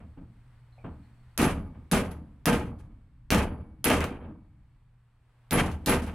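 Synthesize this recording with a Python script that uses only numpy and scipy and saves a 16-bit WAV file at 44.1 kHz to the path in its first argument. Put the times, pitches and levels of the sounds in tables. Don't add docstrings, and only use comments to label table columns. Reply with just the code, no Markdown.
import sys
import numpy as np
from scipy import signal
from scipy.fft import rfft, irfft, next_fast_len
from scipy.io import wavfile
from scipy.ndimage import uniform_filter1d, map_coordinates

SR = 44100
rng = np.random.default_rng(int(sys.argv[2]) if len(sys.argv) > 2 else 0)


def to_wav(sig):
    pcm = np.clip(np.atleast_2d(sig), -1, 1) * 32767
    pcm = np.round(pcm).astype(np.int16)
    wavfile.write(sys.argv[1], SR, pcm.T)


N = 270774

# start in seconds, level in dB, extra dB for the socket ring, the head ring
# and the thud, then the fade time in seconds set by the grip. 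A fade time is how long a 60 dB drop takes.
BLOWS = [(1.377, -10, -16.5, -24, -14.5, 0.03), (1.9145, -15.5, -12.5, -16, -4, 0.11),
         (2.457, -9.5, -16.5, -22.5, -5, 0.13), (3.305, -12, -15.5, -14, -3, 0.06),
         (3.843, -10, -11, -14.5, -9.5, 0.07), (5.509, -13.5, -19.5, -15.5, -10, 0.066),
         (5.861, -12.5, -25, -20.5, -14, 0.27)]
# start in seconds, level in dB, extra dB for the socket
# ring and the thud, then the fade time in seconds set by the grip.
BOUNCES = [(1.417, -19.5, -10, -1.5, .12), (1.4457, -30, 1, 4.5, .15), (1.9467, -29.5, -5, 7.5, .12),
           (1.9775, -29.5, -11, 0, .12), (2.1147, -39.5, -12.5, -3, .12), (2.4972, -27.5, -18.5, -7.5, .2),
           (2.5291, -29, -16.5, -1, 0.13), (2.5977, -49, -22.5, 9.5, .1), (3.347, -23, -31.5, 6, .1),
           (3.383, -34.5, -25, 8.5, .1), (3.8795, -25.5, -7.5, -2, .15), (3.902, -23.5, -23.5, 7.5, .15),
           (4.0064, -38.5, -34.5, 13.5, .15), (4.0419, -26, -36, -2, .1), (5.5297, -26, 0.5, -3, .3),
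           (5.7162, -40.5, -30, -1, .15), (5.8898, -19, -5, -20, .25), (6.065, -40, -14, -5, .15)]
# pitch in Hz, relative level in dB, share of SOCKET_FADE_S.
SOCKET_TONES = [(11040, -11.5, 0.59), (11200, 0, 3.2), (13800, -19.5, .4)]
# pitch in Hz, relative level in dB, fade time in seconds
HEAD_TONES = [(8430, -16.5, 0.073), (12020, -1, 0.19), (14700, -26, .2)]
# frequency in Hz, gain in dB.
CLICK_COLOUR = [(500, -1.5), (2000, -5.5), (4000, 3), (9000, -3), (14000, -5), (17000, -15)]
# pitch in Hz, width in Hz (narrow ones ring longer), gain in dB.
STEEL_TONES = [(3140, 150, 1.5), (5200, 180, 9), (6150, 33, 8.5), (8150, 150, 4)]
FREE_TOOL_TONES = [(2250, 1.5, 11), (4600, 4, 10), (10110, 3, 10), (10145, 3, 8), (12400, 5, 14)]

# start in seconds, level in dB,
# extra dB for the boom, the loose parts and the small hardware, then seconds before it starts to fade.
JOLTS = [(0.001, -50, 4, -7.5, -19, 0.0033), (0.168, -44.5, -2.5, -20, -49, 0.01),
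         (0.84, -38, -2, -10, -56.5, 0.005), (1.382, -25, -2.5, 1.5, 2, 0.05),
         (1.418, -25, -6, 4, 3.5, 0.013), (1.47, -38.5, 6, 12, 10, 0.018), (1.542, -45, 5, -3, -2, 0.017),
         (1.745, -51.5, 0.5, -8.5, -41, 0.0038), (1.916, -24.5, -6, 1, 3, 0.063),
         (1.99, -44, 1, 14, 14.5, 0.019), (2.108, -54, -1, 7.5, 9, 0.0043),
         (2.201, -52, -5, -39, -37, 0.016), (2.459, -23, -3, 0, -0.5, 0.045),
         (2.519, -32.5, -9, 3.5, 1.5, 0.038), (2.59, -39, 3, 1, -5, 0.028),
         (2.65, -47, -2.5, -16, -7, 0.0083), (2.782, -62, 1, -3.5, 2.5, 0.028),
         (2.89, -61, -2.5, -16, -25, .01), (3.304, -23, -1.5, 2.5, 2, 0.046),
         (3.37, -34.5, -9.5, 11, 8, 0.026), (3.5, -38.5, -2, -9.5, -35.5, 0.01),
         (3.595, -53, -1.5, -9.5, -33, .01), (3.846, -28.5, -2, 6, 7, 0.089),
         (3.893, -27, -6, 9.5, 1.5, 0.013), (3.96, -37, -5, 7.5, 6, 0.015), (4.002, -39, -6, 16, 3, 0.01),
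         (4.038, -46, 6, 12.5, 9, 0.0054), (4.1, -41, 0, -3.5, -16, 0.026),
         (4.2, -45, -3, -8.5, -52, 0.041), (4.28, -41.5, -13, -21.5, -46, 0.013),
         (5.512, -24.5, -5.5, 0.5, -3, 0.046), (5.568, -30, -1, 8, 5.5, 0.033),
         (5.658, -35, -16, 0.5, -0.5, 0.01), (5.713, -58.5, 20, 13.5, 16, 0.0071),
         (5.864, -25.5, -3, 0.5, 3, 0.045), (5.908, -32, -10, 7, 7, 0.037), (6.018, -38.5, 1, 0, 1.5, 0.01),
         (6.064, -42.5, -8, 5.5, 1, 0.016)]
# extra level
# in dB, rise time in seconds for a long jolt, fall in dB per second, relative level of a slow tail
# in dB, the tail's fall in dB per second.
BENCH_PARTS = [(-1.5, 0.01, 170.5, -12, 57), (-1, .018, 120, -8.5, 46.5), (-3.5, 0.012, 188.5, -19, 72),
               (-8, .008, 248.5, -39.5, 110.5), (-14, .003, 319.5, -65.5, 122)]
# pitch in Hz, width in Hz, relative level in dB.
TOP_TONES = [(164.2, 27, 0), (216.4, 59, 0), (257.2, 48, 0), (312, 17, -4.5)]
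LEG_TONES = [(32.2, 5.6, -9), (76, 7.7, -4), (124, 40, -15.5)]
# frequency in Hz, relative level in dB.
CLATTER_COLOUR = [(200, -27), (350, 0), (800, -4), (1200, -7.5), (2000, -25), (4000, -56)]
RATTLE_COLOUR = [(500, -26.5), (1200, 2.5), (2700, 1), (3500, -10), (4500, -23.5), (7000, -73)]
JINGLE_COLOUR = [(1940, -31), (3300, -6), (4350, -7.5), (7210, -10.5), (10900, -9.5), (15600, -30.5),
                 (16200, -27.5), (16500, -49.5)]
# pitch in Hz, width in Hz, strength in dB.
PANEL_TONES = [(385.8, 30, -3), (475.7, 17, 4.5), (630, 27, -6.5), (860, 26, -1), (1243, 38, -8.5),
               (1565, 32, -2), (2350, 10, 1), (3174, 17, 7.5), (6270, 40, 2.5), (8460, 31, 9.5),
               (10100, 24, 6), (10740, 68, 7)]

# start in seconds, level in dB, pitch in Hz, fade time in seconds.
TOOL_TOUCHES = [(0.724, -68, 4120, 0.14), (.78, -52, 686, 0.12), (0.781, -58, 2350, 0.15),
                (1.031, -72, 4160, .1)]
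# frequency in Hz, fade time in seconds.
ECHO_FADES = [(100, 0.17), (1000, 0.46), (4000, .2), (12000, .14)]
# frequency in Hz, likeness (1 means the same).
STEREO_LIKENESS = [(30, 0.98), (100, 1), (250, 0.99), (500, .91), (1000, 0.93), (2000, 0.78), (5000, 0.2),
                   (12000, 0.62)]
# time in seconds, rumble level in dB, hiss level in dB.
AIR_LEVELS = [(0, -59.5, -73), (1.3, -56.5, -69), (3.2, -53, -78), (4.6, -57.5, -77.5), (5.1, -64.5, -77.5),
              (6.14, -65, -62)]
# frequency in Hz, relative level in dB.
RUMBLE_COLOUR = [(12, -32), (20, -3), (86, -9), (103, -13.5), (124, -5.5), (150, -16.5), (300, -30),
                 (390, -66), (660, -120)]
HISS_COLOUR = [(150, -38), (250, -6.5), (566, -7.5), (748, -6), (906, -4), (2020, -9.5), (3980, -19.5),
               (6590, -29), (8120, -23.5), (16000, -37)]
# time in seconds, level in dB.
HUM_LEVELS = [(0, -56), (1.3, -53.5), (3.2, -63.5), (4.7, -64), (6.14, -58)]
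CHIRR_LEVELS = [(0, -90), (.75, -91), (.85, -85), (1.35, -88), (1.5, -100), (6.14, -100)]
# pitch in Hz, width in Hz, relative level in dB.
CHIRR_TONES = [(4400, 29, 3.5), (8200, 330, -9)]

SOCKET_FADE_S, HEAD_FADE_SCALE = 0.29, 0.78
UNGRIPPED_DB = -34
BOUNCE_HEAD_DB = -28
LONG_JOLT_S = 0.017
HUM_HZ, WOOD_CUTOFF_HZ = 119, 1800
TREBLE_LIMIT_HZ, TREBLE_SLOPE_HZ = 16700, 900


def hammer():
    crack, thud, ring = np.zeros((2, N + SR)), np.zeros(N + SR), np.zeros((2, N + SR))
    t = np.arange(SR // 4) / SR
    bounces = [(s, db, socket, BOUNCE_HEAD_DB, low, fade) for s, db, socket, low, fade in BOUNCES]
    for start_s, db, socket_db, head_db, thud_db, grip_fade_s in BLOWS + bounces:
        start = round(start_s * SR)
        span = slice(start, start + len(t))
        noise = rng.standard_normal((4, len(t)))
        crack_fade = amp(-60 * t / 0.008) + 0.2 * amp(-60 * t / 0.045)
        crack[:, span] += amp(db - 10) * noise[2:] * crack_fade
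        thud[span] += amp(db + thud_db - 1.2 - 60 * t / 0.015) * noise[1]
        thud[start] -= amp(db + thud_db + 15.5)
        flutter = amp(-8 * np.abs(normalise(uniform_filter1d(noise[0], size=450))))
        grip = amp(-60 * t / grip_fade_s) + amp(UNGRIPPED_DB)
        socket = amp(socket_db) * grip * ringing(SOCKET_TONES, t, SOCKET_FADE_S)
        head = amp(head_db) * ringing(HEAD_TONES, t, HEAD_FADE_SCALE)
        attack = 1 - np.exp(-t / 0.00068)
        ring[:, span] += amp(db + 6) * (socket + head) * flutter * attack
    dull_thud = signal.lfilter(*signal.butter(1, [0.02, 0.16], "band"), thud[:N])
    steel = lambda hz: (amp(read_at(CLICK_COLOUR, hz)) + resonances(STEEL_TONES)(hz)
                        + resonances(FREE_TOOL_TONES)(hz))
    return spread(crack[:, :N], steel) + dull_thud, ring[:, :N]


def ringing(tones, t, fade_scale):
    chance = rng.standard_normal((len(tones), 2))
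    skew = 0.64 * np.array([[1], [-1]])
    out = 0
    for (strength, phase), (hz, db, fade) in zip(chance, tones):
        level = amp(db + 1.5 * strength - 60 * t / (fade * fade_scale))
        out += level * np.sin(2 * np.pi * hz * t + skew * phase)
    return out


def bench():
    thump, boom, clatter, rattle, jingle = shaking()
    hops = wobble(45)
    top = stereo(knocks(250, scatter_db=3, noise_share=0.7), wood(TOP_TONES))
    out = thump * amp(0.37 * hops) * top
    out += boom * stereo(rng.standard_normal((2, N)), wood(LEG_TONES))
    heavy = stereo(knocks(500, scatter_db=2.5, noise_share=0.83), loose_metal(CLATTER_COLOUR))
    out += clatter * amp(0.78 * hops) * heavy
    rattle *= amp(1.2 * hops + wobble(70))
    out += rattle * stereo(knocks(1200, scatter_db=5, noise_share=1.3), loose_metal(RATTLE_COLOUR))
    jingle *= amp(1.8 * hops + 1.2 * wobble(60))
    out += jingle * stereo(knocks(3000, scatter_db=4, noise_share=4.6), loose_metal(JINGLE_COLOUR))
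    return out


def shaking():
    power, t = np.zeros((len(BENCH_PARTS), N + SR)), np.arange(SR) / SR
    part_db, rise_s, fall, tail_db, tail_fall = np.transpose(BENCH_PARTS)[..., None]
    for start_s, db, boom_db, loose_db, small_db, hold_s in JOLTS:
        heavy_db = 0.64 * loose_db - 0.08 * small_db
        mix_db = np.array([[0, boom_db, heavy_db, loose_db, small_db]]).T
        attack = 1 - np.exp(-t / (rise_s * np.clip(hold_s / LONG_JOLT_S, 0.15, 1)))
        fading_s = np.clip(t - hold_s, 0, None)
        fade = amp(-fall * fading_s) + amp(tail_db - tail_fall * fading_s)
        start = round(start_s * SR)
        power[:, start:start + SR] += (amp(db + part_db + mix_db) * attack * fade) ** 2
    return np.sqrt(power[:, :N])


def knocks(per_second, scatter_db, noise_share):
    hits = rng.random((2, N)) < per_second / SR
    sizes = amp(scatter_db * rng.standard_normal((2, N))) * np.sign(rng.standard_normal((2, N)))
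    return normalise(hits * sizes) + noise_share * rng.standard_normal((2, N))


def wood(tones):
    return lambda hz: resonances(tones)(hz) / (1 + 1j * hz / WOOD_CUTOFF_HZ) ** 2


def loose_metal(points):
    peaks = lambda hz: sum(amp(db) / (1 + (2 * (hz - pitch) / width) ** 2)
                           for pitch, width, db in PANEL_TONES)
    return lambda hz: colour(points)(hz) * (1 + peaks(hz))


def small_tools():
    out, t = np.zeros(N), np.arange(SR // 4) / SR
    for start_s, db, hz, fade_s in TOOL_TOUCHES:
        noise = uniform_filter1d(rng.standard_normal(len(t)), size=120)
        scrape = normalise(uniform_filter1d(noise, size=120))
        level = amp(db - 60 * t / fade_s) * (1 - np.exp(-t / 0.0015))
        start = round(start_s * SR)
        out[start:start + len(t)] += level * scrape * np.sin(2 * np.pi * hz * t)
    return out


def shed_echo(sound):
    hz, t, spectrum = signal.stft(rng.standard_normal((2, SR // 2)), SR, nperseg=256)
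    spectrum *= amp(-60 * t / read_at(ECHO_FADES, hz)[:, None])
    shared, side = spectrum * stereo_shares(hz[:, None])
    tail = signal.istft(np.array([shared + side, shared - side]), SR, nperseg=256)[1]
    delayed = np.pad(sound, (200, 0))[None]
    return signal.fftconvolve(delayed, tail / np.linalg.norm(tail[0]), axes=1)[:, :N]


def outdoor_air():
    rumble_db, hiss_db = over_time(AIR_LEVELS)
    rumble = amp(rumble_db + 0.5 * wobble(7.3)) * stereo_noise(colour(RUMBLE_COLOUR))
    hiss = amp(hiss_db + 0.43 * wobble(11)) * stereo_noise(colour(HISS_COLOUR))
    return rumble + hiss


def mains_hum():
    level = amp(over_time(HUM_LEVELS)[0] + 1.5 * wobble(8))
    return level * np.sin(2 * np.pi * HUM_HZ * np.arange(N) / SR + 0.47 * wobble(15))


def chirr():
    level = amp(over_time(CHIRR_LEVELS)[0] + 1.5 * wobble(25))
    return level * stereo_noise(resonances(CHIRR_TONES))


def amp(db):
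    return 10 ** (np.asarray(db) / 20)


def normalise(sound):
    return sound / np.sqrt(np.mean(sound ** 2) + 1e-20)


def read_at(points, hz):
    frequencies, values = np.transpose(points)
    return np.interp(np.log(hz + 1), np.log(frequencies + 1), values)


def over_time(rows):
    times, *columns = np.transpose(rows)
    return [np.interp(np.arange(N) / SR, times, column) for column in columns]


def wobble(per_second):
    points = rng.standard_normal(int(N * per_second / SR) + 4)
    return map_coordinates(points, [np.arange(N) * per_second / SR])


def colour(points):
    return lambda hz: amp(read_at(points, hz))


def resonances(tones):
    return lambda hz: sum((-1) ** k * amp(db) * 1j * hz * width / (pitch**2 - hz**2 + 1j * hz * width)
                          for k, (pitch, width, db) in enumerate(tones))


def filtered(sound, response):
    size = next_fast_len(N + SR // 2)
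    hz = np.fft.rfftfreq(size, 1 / SR)
    return irfft(rfft(sound, size) * response(hz), size)[..., :N]


def stereo_shares(hz):
    angle = np.arccos(np.clip(read_at(STEREO_LIKENESS, hz), -1, 1)) / 2
    return np.array([np.cos(angle), np.sin(angle)])


def spread(pair, response):
    shared, side = filtered(pair, lambda hz: response(hz) * stereo_shares(hz))
    return np.array([shared + side, shared - side])


def stereo(pair, response):
    return normalise(spread(pair, response))


def stereo_noise(response):
    return stereo(rng.standard_normal((2, N)), response)


def scene():
    clicks, ring = hammer()
    contacts = clicks + small_tools()
    echo = shed_echo((amp(-4) * contacts + amp(-8.5) * ring).mean(axis=0))
    return contacts + ring + echo + bench() + outdoor_air() + mains_hum() + chirr()


def record(dry):
    return filtered(dry, lambda hz: np.clip((TREBLE_LIMIT_HZ - hz) / TREBLE_SLOPE_HZ, 0, 1) ** 2)


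dry = scene()
out = record(dry)
to_wav(out)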